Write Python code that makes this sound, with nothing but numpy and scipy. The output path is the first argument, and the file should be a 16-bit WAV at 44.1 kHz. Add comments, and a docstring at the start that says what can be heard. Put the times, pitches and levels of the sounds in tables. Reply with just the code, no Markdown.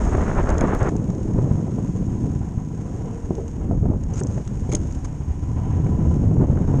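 """A single-cylinder motorcycle thuds, clatters and whines under a small cased microphone by the rider's helmet.
First a fast gravel flat in rushing wind; at 0.9 s, abruptly, a slow rough track and a plank bridge.
Engine: firing pulses through exhaust resonances, shaken noise through ringing metal, and a gear tone.
Wind: noise in four bands, with single swings of pressure at the case. Planks: decaying tones under each blow.
Close to the microphone: filtered noise bursts for ticks, scrapes, clacks and stones, and a treble hiss."""
import sys
import numpy as np
from scipy import signal
from scipy.fft import rfft, irfft
from scipy.io import wavfile
from scipy.ndimage import uniform_filter1d, minimum_filter1d

SR = 44100
rng = np.random.default_rng(int(sys.argv[2]) if len(sys.argv) > 2 else 0)


def persist_wave(psi):
    """Save psi, clipped to +-1, as 16-bit WAV."""
    counts = np.round(np.clip(psi, -1, 1) * 32767).astype(np.int16)
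    wavfile.write(sys.argv[1], SR, np.atleast_2d(counts).T)


N = 299880
TIME = np.arange(N) / SR


def amp(db):
    """Decibels to gain."""
    return 10 ** (np.asarray(db) / 20)


def unit(x):
    """Scales to rms 1."""
    return x / np.sqrt(np.mean(x ** 2) + 1e-20)


def follow(rows, axis=1):
    """One column of a curve, interpolated at every sample."""
    rows = np.asarray(rows)
    return np.interp(TIME, rows[:, 0], rows[:, axis])


def add(mix, s, sound):
    """Mixes a sound in at a time in seconds."""
    part = mix[max(round(s * SR), 0):][:len(sound)]
    part += sound[:len(part)]


def colour(x, points, size=16384):
    """Causal minimum-phase filter with the given spectrum and falling skirts."""
    hz, db = np.transpose(points)
    bins = abs(np.fft.fftfreq(size, 1 / SR)) + 1
    skirt = np.minimum(bins / hz[0], 1) ** 2 * np.minimum(hz[-1] / bins, 1) ** 2
    gain = amp(np.interp(np.log(bins), np.log(hz), db)) * skirt
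    log_gain = np.log(gain + 1e-6)
    taps = np.fft.ifft(np.exp(np.conj(signal.hilbert(log_gain)))).real[:size // 2]
    return signal.oaconvolve(x, taps)[:len(x)]


def band(x, lo_hz, hi_hz, order=6):
    """Keeps one band, with smooth edges."""
    hz = np.fft.rfftfreq(len(x), 1 / SR) + 1e-3
    return irfft(rfft(x) / (1 + (lo_hz / hz) ** order) / (1 + (hz / hi_hz) ** order), len(x))


def wander(lo_hz, hi_hz):
    """Random wavering between two rates, scaled to rms 1 and then clipped."""
    return np.clip(unit(band(rng.standard_normal(N), lo_hz, hi_hz)), -2.5, 2.5)


def steady(x, size=7000):
    """Evens the level to about rms 1, with the quick lumps kept; size in samples."""
    power = uniform_filter1d(uniform_filter1d(x ** 2, size), size // 2)
    return x / np.sqrt(abs(power) + 1e-20)


def swell(s, half_s):
    """A smooth rise and fall around one moment."""
    return np.exp(-.5 * ((TIME - s) / half_s) ** 2)


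def swing(t, hz):
    """One swing of pressure, down and then up, of height 1."""
    u = 2 * np.pi * hz * t
    return u * np.exp((1 - u ** 2) / 2)


def ring(x, modes):
    """Passes a sound through parallel resonances."""
    return sum(amp(db) * signal.lfilter(*signal.iirpeak(hz, hz / width, SR), x) for hz, width, db in modes)


def resonate(x, hz, width):
    """A resonance that follows a moving pitch."""
    turn = np.exp(2j * np.pi * np.cumsum(hz) / SR)
    r = np.exp(-np.pi * width / SR)
    return 2 * (turn * signal.lfilter([1 - r], [1, -r], x / turn)).real


# Hiss inside the case: [t/s, level/dB]
HISS = [(0, -45.5), (0.5, -50.5), (0.88, -50.5), (0.93, -54.5), (1.7, -54), (2.3, -54.5), (2.64, -57.5),
        (2.9, -54.5), (3.45, -55.5), (3.9, -60.5), (4.35, -55), (4.9, -52.5), (5.25, -56.5), (6.15, -54.5),
        (6.52, -58), (6.8, -52)]
# Colour of the case around the microphone: [f/Hz, relative level/dB]
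CASE = [(1500, -6), (3000, -13.5), (4400, -21), (5200, -15), (5680, -8.5), (5950, -13.5), (6270, -9.5),
        (6450, 1.5), (6620, -3.5), (6850, -5.5), (7400, -11.5), (8000, -16.5), (8280, -13.5), (8600, -17.5),
        (9300, -21.5), (9480, -18.5), (9700, -25), (10500, -39), (11300, -66)]


def hiss(cycle, grit_per_s=45):
    """Air, valve gear and fine grit excite the treble resonance of the case, over a faint fizz."""
    valves = 1 + .5 * np.exp(-(3 * cycle % 1) / 0.1)  # three pulses in each cycle
    grit = (rng.random(N) < grit_per_s / SR) * np.minimum(rng.exponential(13.0, N), 20)
    drive = valves * amp(0.95 * wander(1.2, 60)) * rng.standard_normal(N) + grit
    faint_fizz = amp(-76.5) * unit(band(rng.standard_normal(N), 7000, 13000))
    return unit(colour(drive, CASE)) * amp(follow(HISS)) + faint_fizz


# Airflow on the flat, swinging from low rumble to bright rush:
# [t/s, wind level/dB, extra rush/dB, extra rumble/dB, extra flapping/dB]
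FAST_WIND = [(0, -17.5, -2.5, 10, 4), (0.19, -18.5, -2, -0.5, -1), (0.52, -26.5, 3.5, 5.5, -0.5),
             (0.66, -25.5, 1, 2, -1.5), (0.89, -20.5, 3.5, -3.5, -1.5)]
# Airflow on the track, rising and falling: same columns
SLOW_WIND = [(0.91, -20.5, 2, -7, -0.5), (1.2, -25.5, 4.5, -1.5, 4), (1.36, -20, 4, 2, 0),
             (1.65, -22.5, 1, -10, 2.5), (1.95, -21, -2, -1, 0.5), (2.25, -22.5, -4, -2, 1.5),
             (2.5, -27, -6.5, -4, 1.5), (2.8, -25.5, -0.5, -6, -0.5), (3.03, -26, 3.5, -2, -2),
             (3.25, -27, 0.5, 0, -0.5), (3.5, -30.5, 2, 0, 0.5), (3.8, -27.5, -2, 8, 0.5),
             (4.05, -25, -4.5, 5, -4.5), (4.25, -20.5, 0, -7.5, -6), (4.6, -24.5, -4, 4.5, -1.5),
             (5.3, -31.5, -0.5, 3, 0), (5.95, -17, -2.5, 1, -2), (6.8, -18.5, 1, 4.5, 0.5)]
# Wind colour on the flat, then on the track: [f/Hz, relative level/dB]
FAST_AIR = [(8.8, -19), (15, -13), (48, -11.5), (109, -5), (141, -8), (394, -10.5), (606, -15.5),
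            (1240, -21), (1820, -29), (3810, -54.5), (4500, -59), (5850, -83), (9900, -120)]
SLOW_AIR = [(8.8, -34.5), (15, -3.5), (64, 3), (109, 0.5), (156, -1), (228, -6), (376, -13), (444, -15),
            (847, -29.5), (1000, -32.5), (1210, -38), (1540, -45), (4500, -77.5), (5850, -97.5),
            (9900, -120)]
# Gusts swell over the wind and lulls interrupt it: [t/s, change of level/dB, half length/s]
GUSTS = [(0.06, -6.5, 0.086), (0.151, 7, 0.0058), (0.257, -5, 0.0091), (0.399, 5, 0.015), (0.503, 5, 0.016),
         (0.638, 6.5, 0.057), (0.782, -6, 0.01), (1.925, -8.5, 0.0084), (2.258, 5, 0.031), (3.207, -5, .03),
         (3.688, 6, 0.078), (3.798, -10.5, 0.0078), (3.87, 7.5, 0.073), (4.445, -11, 0.016),
         (4.803, 5, 0.056), (6.422, 5.5, 0.044), (6.467, -13, 0.0083)]
RUMBLE_SHARE, RUSH_SHARE = 0.45, 1.07  # dB gained by rumble and rush for each dB of wind


def wind(curve, air, rumble_db, body_db, flap_db, rush_db, lumpy_db, spiky_db, patchy_db=1.5):
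    """One wind strength drives four bands; the same eddies shape them all, cutting deeper into the rush."""
    mean_db = np.mean([row[1] for row in curve])
    gust_db = sum(db * swell(s, half) for s, db, half in GUSTS)
    force_db = follow(curve) - mean_db + gust_db
    eddies, flow = wander(2.1, 89), rng.standard_normal(N)
    soft = colour(flow * amp(lumpy_db * eddies), air)
    sharp = colour(flow * amp(spiky_db * eddies), air)

    rumble_level = rumble_db + RUMBLE_SHARE * force_db + follow(curve, axis=3) + patchy_db * wander(2.5, 7.2)
    rumble = steady(band(soft, 8.2, 64.0), size=6500) * amp(rumble_level)
    body = steady(band(soft, 77.8, 190), size=3200) * amp(body_db + force_db)
    flap = steady(band(soft, 206.6, 320), size=3200) * amp(flap_db + force_db + follow(curve, axis=4))
    rush_level = rush_db + RUSH_SHARE * force_db + follow(curve, axis=2) + patchy_db * wander(4.1, 12.4)
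    rush = steady(band(sharp, 342, 6000), size=3500) * amp(rush_level)
    return amp(mean_db) * (rumble + body + flap + rush)


# The airflow booms briefly on one low note: [t/s, peak level/dB before level_db, f/Hz, half length/s]
BOOMS = [(1.37, -14.5, 112.4, 0.039), (1.445, -16.5, 135, 0.022), (1.59, -18, 163.5, 0.016),
         (1.831, -17, 136, 0.0049), (3.722, -18.5, 75.2, 0.018), (3.836, -16, 78, 0.019),
         (4.737, -19.5, 124.7, 0.029), (5.31, -22, 78.1, 0.029), (5.51, -21.5, 113, 0.042),
         (5.76, -18, 91, 0.018), (5.844, -11.5, 128.3, 0.0081), (6.022, -16, 103.9, 0.024),
         (6.09, -13, 78.7, 0.029), (6.268, -11.5, 95.1, 0.016), (6.305, -18, 161.9, 0.028),
         (6.41, -17, 130, 0.02), (6.757, -13, 135.1, 0.017)]


def booms(level_db=-1, waver=0.033):
    """The air at the case swings for a few cycles around one wavering pitch."""
    clock = np.cumsum(1 + waver * wander(4.2, 30)) / SR
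    return sum(amp(db + level_db) * swell(s, half) * np.sin(2 * np.pi * hz * clock)
               for s, db, hz, half in BOOMS)


# The airflow tears off the case with a slap: [t/s, peak level/dB before level_db]
SLAPS = [(0.18, -12), (0.378, -16), (0.733, -15), (0.917, -26), (0.953, -21.5), (1.091, -25),
         (1.386, -19.5), (1.508, -28), (1.785, -26), (6.112, -29), (6.368, -21), (6.486, -28), (6.74, -24)]


def slaps(level_db=-0.5, front_s=0.0011, tear=0.16, tear_s=0.0021, low_hz=300, top_hz=900):
    """The airflow tears off the case: a steep front of pressure and a brief ragged tail."""
    out, t = np.zeros(N), np.arange(2048) / SR
    reach = signal.butter(3, [low_hz, top_hz], "band", fs=SR, output="sos")
    for s, db in SLAPS:
        front = (t / front_s - 1) * np.exp(-t / front_s)
        tail = tear * rng.standard_normal(len(t)) * np.exp(-t / tear_s)
        slap = signal.sosfilt(reach, front + tail)
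        add(out, s, amp(db + level_db) * slap / abs(slap).max())
    return out


# Single eddies hit the case:
# [t/s, peak level/dB before level_db, f of the swing/Hz, level of the rush/dB before spurt_db]
BUFFETS = [(0.179, -8.5, 49.7, -24), (0.635, -1.5, 275, -20), (0.727, -14, 67, -22), (0.817, -7, 74, -49),
           (0.917, -12.5, 185, -30.5), (0.951, -10, 191, -37), (0.993, -10, 154, -36),
           (1.095, -8.5, 119, -30), (1.343, -4, 112, -42), (1.381, -5, 97, -23), (1.509, -5, 106, -26.5),
           (1.549, -11.5, 125, -28), (1.782, -10.5, 178, -34), (2.005, -11.5, 170, -55),
           (2.355, -12.5, 88, -37), (2.573, -6.5, 107, -40), (3.696, -21, 70, -33),
           (3.771, -8.5, 130.8, -56), (3.81, -10, 70, -46), (3.822, -3.5, 75, -46), (3.881, -12, 85, -40),
           (3.897, -11.5, 150, -37), (3.962, -17, 90, -47), (6.016, -7, 84.5, -43), (6.109, -10, 108, -41),
           (6.496, 1, 84.4, -24.5), (6.737, -5.5, 147, -28)]


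def buffets(level_db=-3, spurt_db=1.5, lag_s=0.00556, rise_s=0.0028, spurt_s=0.0032):
    """A passing eddy sucks and then pushes on the case: one swing of pressure, with a spurt of rush."""
    out, t = np.zeros(N), np.arange(2048) / SR - .01  # starts early, to hold the suction
    for s, db, hz, rush_db in BUFFETS:
        rush = steady(band(rng.standard_normal(len(t)), 180, 400, order=3), size=300)
        age = np.maximum(t - rise_s, 0) / spurt_s
        spurt = rush * age * np.exp(1 - age)
        push = swing(t - lag_s, hz)
        add(out, s + t[0], amp(db + level_db) * push + amp(rush_db + spurt_db) * spurt)
    return out


def click(s=0.75, db=-20):
    """One thin, dry click, a decaying pulse, shortly before the fast wind breaks off."""
    out = np.zeros(N)
    add(out, s, amp(db) * np.exp(-np.arange(16.)))
    return out


# Colour of a light touch on the case: [f/Hz, relative level/dB]
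TOUCH = [(800, -2.5), (1300, 1), (1800, -9), (3000, -10), (4100, -16), (5200, -8.5), (6000, -4.5),
         (6470, 5.5), (6900, 0.5), (7400, -6.5), (8500, -14.5), (9450, -17.5), (10200, -27), (11500, -66)]
# Gear and grit tick on the case: [t/s, peak level/dB, thinned below f/Hz]
TICKS = [(0.4913, -29, 3500), (0.502, -27.5, 3500), (0.5816, -25.5, 4500), (0.6727, -36, 2000),
         (0.829, -30.5, 3500), (0.891, -31, 3500), (0.9648, -33, 3000), (1.042, -38, 3000),
         (1.102, -37, 3000), (3.3525, -36, 4500), (3.48, -34.5, 2000), (4.0365, -37, 3500),
         (4.1375, -33, 2500), (4.2693, -30.5, 5000), (4.476, -32.5, 1500), (4.833, -42, 1500),
         (4.924, -34.5, 3000), (4.9505, -37.5, 3000)]


def ticks(t60_s=0.016):
    """Gear and grit tap the case: short bright snaps of decaying noise."""
    out, t = np.zeros(N), np.arange(4096) / SR
    for s, db, thin_hz in TICKS:
        snap = rng.standard_normal(len(t)) * amp(-60 * t / t60_s)
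        snap[0] += 2
        tick = signal.lfilter(*signal.butter(1, thin_hz, "high", fs=SR), colour(snap, TOUCH))
        add(out, s, amp(db) * tick / abs(tick).max())
    return out


# Gear slips along the case: [t/s at its strongest, level/dB before level_db, half length/s,
# f of the squeak/Hz, glide of the squeak/Hz per ms, share of squeak 0-1]
SCRAPES = [(4.139, -42, 0.0025, 6100, 0, 0.8), (4.145, -44, 0.0024, 6150, 0, 0.7),
           (4.16, -44, 0.0016, 6700, 0, 0.5), (4.168, -46, 0.001, 7000, 0, 0.3),
           (4.174, -41, 0.0013, 6640, 0, 0.7), (4.181, -41, 0.0017, 6500, 0, 0.35),
           (4.184, -46.5, 0.024, 6800, 0, 0.2), (4.1927, -34, 0.001, 7300, 0, 0.5),
           (4.199, -43, 0.0018, 7000, 0, 0.5), (4.2026, -36, 0.0016, 8080, 200, 0.8),
           (4.2363, -30.5, 0.00087, 6760, 852, 0.9), (4.344, -52.5, 0.052, 6560, 0, 0.2),
           (4.724, -35.5, 0.0047, 6550, 0, 0.3), (4.767, -44, 0.0052, 6500, 0, 0.3),
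           (5.052, -40, 0.0048, 6400, 0, 0.1)]


def scrapes(level_db=1, grain_db=5.0, squeak_width_hz=450, catches_per_s=450, grit=0.73):
    """Gear slips grainily along the case, each slip squeaking at its own, sometimes rising pitch."""
    out = np.zeros(N)
    catches = rng.standard_normal(N) * (rng.random(N) < catches_per_s / SR)
    grain = unit(rng.standard_normal(N) * amp(grain_db * wander(60, 390)))
    rub = steady(colour(unit(grain + grit * unit(catches)), TOUCH), size=300)
    for s, db, half, hz, glide, share in SCRAPES:
        near = abs(TIME - s) < 4 * half
        pitch = hz + glide * 1000 * (TIME[near] - s)
        tone = resonate(rng.standard_normal(len(pitch)), pitch, squeak_width_hz)
        tone = unit(resonate(tone, pitch, squeak_width_hz))  # a second pass narrows the squeak
        slip = unit((1 - share) * rub[near] + share * tone)
        out[near] += amp(db + level_db) * swell(s, half)[near] * slip
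    return out


# A buckle clacks against the case: [t/s, peak level/dB, decay of its chatter/s, brightness/dB per octave]
CLACKS = [(0.6098, -19.5, 0.00054, -4.5), (4.693, -37.5, 0.013, -4), (4.7188, -31, 0.003, -14),
          (4.725, -30, 0.0028, -6), (4.7345, -23, 0.0015, -1), (4.7488, -22, 0.002, -6),
          (4.7508, -14, 0.0014, 5), (4.7526, -13.5, 0.0012, 11), (5.047, -38, 0.0015, -7)]
# What the case rings with when hit: [f/Hz, width/Hz, level/dB before the brightness]
SHELL = [(2250, 150, -2), (3360, 160, -5.5), (4000, 350, -12.5), (5130, 100, -8), (5350, 110, -3),
         (6490, 164, 13), (8700, 180, -27), (9160, 160, -29)]


def clacks(direct=0.033, strike=4):
    """A hard contact cracks, chatters and rings the plastic shell; duller ones favour its low modes."""
    out, t = np.zeros(N), np.arange(3000) / SR
    reach = signal.butter(10, [500, 10000], "band", fs=SR, output="sos")
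    for s, db, length, bright in CLACKS:
        chatter = rng.standard_normal(len(t)) * np.exp(-t / length)
        chatter[0] += strike
        modes = [(hz, width, level + bright * np.log2(hz / SHELL[0][0])) for hz, width, level in SHELL]
        clack = signal.sosfilt(reach, ring(chatter, modes) + direct * chatter)
        add(out, s, amp(db) * clack / abs(clack).max())
    return out


# Stones pop from under the tyres: [t/s, level/dB, f/Hz]
STONES = [(3.859, -44, 1290), (4.18, -50, 2500), (4.193, -46, 1700), (4.199, -52, 2700), (4.213, -39, 1330),
          (4.379, -43.5, 1500), (4.741, -41, 2000), (5.865, -36.5, 1500), (6.573, -37.5, 1300)]


def stones(ring_s=0.0011, spread=0.98):
    """A stone pops as a short, dry burst of noise around one pitch."""
    out, t = np.zeros(N), np.arange(3000) / SR
    for s, db, hz in STONES:
        # the band edges overlap, which leaves a narrow peak
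        crunch = unit(band(rng.standard_normal(len(t)), hz / spread, hz * spread))
        add(out, s, amp(db) * crunch * t / ring_s * np.exp(1 - t / ring_s))
    return out


# A brake drags faintly on the way onto the bridge: [t/s, f/Hz before waver, level/dB before flutter]
BRAKE = [(2.95, 470, -65), (3.06, 460, -41.5), (3.17, 462.7, -40), (3.26, 458, -48), (3.42, 458, -34.5),
         (3.52, 458, -49), (3.62, 449.6, -44)]


def brake(waver=0.0097, flutter_db=3):
    """The dragging brake moans: a thin, wavering tone that comes and goes."""
    turns = np.cumsum(follow(BRAKE) * (1 + waver * wander(3.6, 60))) / SR
    dragging = (TIME > BRAKE[0][0]) & (TIME < BRAKE[-1][0])
    level = amp(follow(BRAKE, axis=2) + flutter_db * wander(4.7, 40))
    return dragging * level * np.sin(2 * np.pi * turns)


# The wheels knock on planks: [t/s, peak level/dB before level_db, loose rattle 0-1,
# decay of the rattle/s, brightness/dB per octave, pitch of the board as a ratio]
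KNOCKS = [(3.3073, -9.5, 0.22, 0.014, -11, 1.0), (3.382, -19, .6, 0.017, -10, 1.24),
          (3.392, -23.5, 1, 0.015, -2, 1.08), (3.696, -15, 0.5, 0.012, -13, 0.73),
          (3.7114, -13, 0.22, 0.011, 6, 1.07), (3.723, -21, 0.35, 0.0083, 5, 1.02),
          (3.83, -24.5, 0.5, 0.018, -1, 1.24), (3.856, -16.5, 0.07, 0.0035, 15, 1.12),
          (3.897, -19, 0.74, 0.02, -6, 0.96), (3.912, -18, 0.5, 0.01, 9, 0.97),
          (3.934, -18, 0.36, 0.01, 5, 0.97), (4.211, -16, 0.6, 0.008, -6.5, 1.12),
          (4.377, -18, 0.04, 0.004, 10, 1.03), (4.692, -17, 0.17, 0.0053, 2, 1.12),
          (4.729, -13.5, 0.8, 0.015, -2, 0.96), (6.427, -14, 0.03, 0.0055, 5, 1.03)]
# What the bridge rings with: [f/Hz before the pitch ratio, level/dB before the brightness, t60/s]
PLANK = [(246, -3, 0.023), (323, 3, 0.084), (361, 6.5, 0.055), (449.3, 2, 0.11), (536, -3, 0.11),
         (620, 5.5, 0.044), (815, -13.5, 0.12), (1164, -18, 0.024)]


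def planks(level_db=-2, loose=0.28, soft_hz=1050, bounces_per_s=1800,
           thud=0.9, thud_hz=170, thud_lag_s=0.00074):
    """A tyre blow, with a loose rattle, rings each board at its own pitch and thuds most on a tight one."""
    out, t = np.zeros(N), np.arange(12000) / SR
    soften = signal.butter(3, soft_hz, fs=SR, output="sos")
    early_s = .01  # the thud starts early, to hold its downward swing
    for s, db, rattle, rattle_s, bright, pitch in KNOCKS:
        board = sum(amp(level + bright * np.log2(hz) - 60 * t / t60) * np.sin(2 * np.pi * hz * pitch * t)
                    for hz, level, t60 in PLANK)
        bounces = unit(rng.standard_normal(len(t)) * (rng.random(len(t)) < bounces_per_s / SR))
        blow = loose * rattle * bounces * np.exp(-t / rattle_s)
        blow[0] += 1
        knock = signal.sosfilt(soften, signal.fftconvolve(board, blow)[:len(t)])
        add(out, s, amp(db + level_db) * knock / abs(knock).max())
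        push = thud * (1 - rattle) * swing(t - early_s - thud_lag_s, thud_hz * pitch)
        add(out, s - early_s, amp(db + level_db) * push)
    return out


# Engine speed: [t/s, firings per second before the wavering]
FIRING = [(0, 17.7), (0.899, 17.7), (0.9, 13.7), (1.35, 12.8), (1.65, 14.57), (1.8, 16.02), (2.1, 18.22),
          (2.55, 17.72), (2.7, 14.31), (3.0, 13.27), (4.05, 12.25), (4.5, 10.39), (4.8, 12.62),
          (5.1, 12.06), (5.55, 15.02), (5.85, 13.26), (6.15, 17.44), (6.3, 14.87), (6.8, 17.33)]


def engine_cycle():
    """Counts engine cycles, one firing each, at a slightly wavering speed."""
    return np.cumsum(follow(FIRING) * (1 + 0.0073 * wander(0.91, 11.9))) / SR


# Gear whine: [t/s, level/dB before the engine cycle and the unevenness]
WHINE = [(0.9, -52), (1.5, -47.5), (2.0, -49.5), (3.0, -49), (3.6, -55), (4.2, -48), (4.6, -52.5),
         (5.3, -51.5), (5.58, -40), (5.8, -43), (6.15, -39), (6.3, -60), (6.8, -45)]


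def whine(cycle, pitch_hz=1000, peak_phase=0.064, half_phase=0.094, second=0.44, second_phase=0.55,
          held=0.12, waver=0.013, uneven_db=1, overtone_db=-25):
    """The gears sing on both turns of the crank, loudest on the power stroke, at a wavering pitch."""
    load = held
    for size, phase in [(1, peak_phase), (second, second_phase)]:
        distance = (cycle - phase + .5) % 1 - .5
        load = load + size * np.exp(-.5 * (distance / half_phase) ** 2)
    turns = np.cumsum(pitch_hz * (1 + waver * wander(6.6, 70))) / SR
    note = np.sin(2 * np.pi * turns) + amp(overtone_db) * np.sin(2 * np.pi * 3 * turns)
    return amp(follow(WHINE) + uneven_db * wander(2, 13)) * load * note


# Engine load: [t/s, exhaust level/dB, ringing metal level/dB]
LOAD = [(0, -47.5, -36.5), (0.9, -41.5, -69), (1.4, -35, -48), (2.0, -37, -55.5), (2.45, -30, -47),
        (2.65, -41.5, -54), (3.0, -31.5, -50), (3.55, -32.5, -55.5), (4.05, -34.5, -58), (4.3, -31.5, -54),
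        (4.6, -37, -55.5), (5.0, -31.5, -50), (5.33, -28, -57.5), (5.58, -24.5, -48), (6.15, -29, -48),
        (6.27, -30.5, -59), (6.8, -22.5, -41.5)]
# Resonances of the exhaust: [f/Hz before the drift, width/Hz, relative level/dB]
EXHAUST = [(79, 6.9, 7), (111.3, 6.5, 1.5), (144.4, 11, -10.5), (233, 32, -19.5), (302, 55, -14)]
# The engine's metal rings under load: [f/Hz, width/Hz, relative level/dB]
METAL = [(740, 140, 1.5), (946, 52, -1.5), (1297, 30, -10)]
# Colour of the steady mechanical clatter: [f/Hz, relative level/dB]
CLATTER = [(500, -8), (780, 7.5), (1100, -2.5), (1350, -9.5), (1850, -9.5), (2650, -17.5), (2950, -14.5),
           (3350, -24), (4200, -32.5)]


def engine(cycle, clatter_db=-56.0, load_share=0.82, uneven_db=3, drift=0.082, gas=0.02):
    """Each firing puffs into the exhaust, whose pitch wanders, and shakes the metal; the valves tap later."""
    number, phase = cycle.astype(int), cycle % 1
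    strength = amp(uneven_db * rng.standard_normal(number[-1] + 1))[number]  # each firing differs
    gas_noise = gas * np.exp(-phase / 0.18) * rng.standard_normal(N)
    puff = strength * (np.diff(number, prepend=0) + gas_noise)
    tuning = 1 + drift * wander(1.55, 10.4)
    pipe = sum(amp(db) * resonate(puff, hz * tuning, width) for hz, width, db in EXHAUST)
    exhaust = steady(band(pipe, 33, 300))

    combustion = phase / .13 * np.exp(1 - phase / .13)
    valve = .7 * np.exp(-((cycle + .58) % 1) / .1)
    shake = strength * (1.2 + combustion + valve)
    metal = steady(band(ring(shake * rng.standard_normal(N), METAL), 400, 1900), size=3600)

    exhaust_db = follow(LOAD, axis=1)
    labour_db = exhaust_db - exhaust_db.mean()  # the clatter is harder under load
    clatter = unit(colour(shake * rng.standard_normal(N), CLATTER))
    clatter = amp(clatter_db + load_share * labour_db) * clatter
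    return exhaust * amp(exhaust_db) + metal * amp(follow(LOAD, axis=2)) + clatter


def scene(cut_s=0.899):
    """Wind, engine and the knocks of the track at one microphone; the fast wind gives way at cut_s."""
    fast = np.clip((cut_s - TIME) * 500, 0, 1)  # a 2 ms crossfade
    cycle = engine_cycle()
    gale = wind(FAST_WIND, FAST_AIR, rumble_db=-3.0, body_db=-5.5, flap_db=-9, rush_db=-8.0,
                lumpy_db=1.5, spiky_db=2)
    breeze = wind(SLOW_WIND, SLOW_AIR, rumble_db=-8.5, body_db=-4.5, flap_db=-10.5, rush_db=-18,
                  lumpy_db=2.0, spiky_db=2.5)
    air = hiss(cycle) + fast * gale + (1 - fast) * breeze + booms() + slaps() + buffets()
    contacts = click() + ticks() + scrapes() + clacks()
    track = stones() + brake() + planks()
    mix = air + contacts + track + whine(cycle) + engine(cycle)
    return (mix * signal.windows.tukey(N, .001))[None]  # short fades at both ends


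def record(dry, ceiling=0.52, size=300, edge_hz=13500):
    """The microphone's limiter holds down the largest swings; then a low-pass sets the band limit."""
    gain = np.minimum(1, ceiling / (abs(dry) + 1e-9))
    limited = dry * uniform_filter1d(minimum_filter1d(gain, size), size)
    low_pass = signal.firwin(255, edge_hz, window=("kaiser", 8), fs=SR)
    return signal.oaconvolve(limited, low_pass[None], "same")


dry = scene()
out = record(dry)
persist_wave(out)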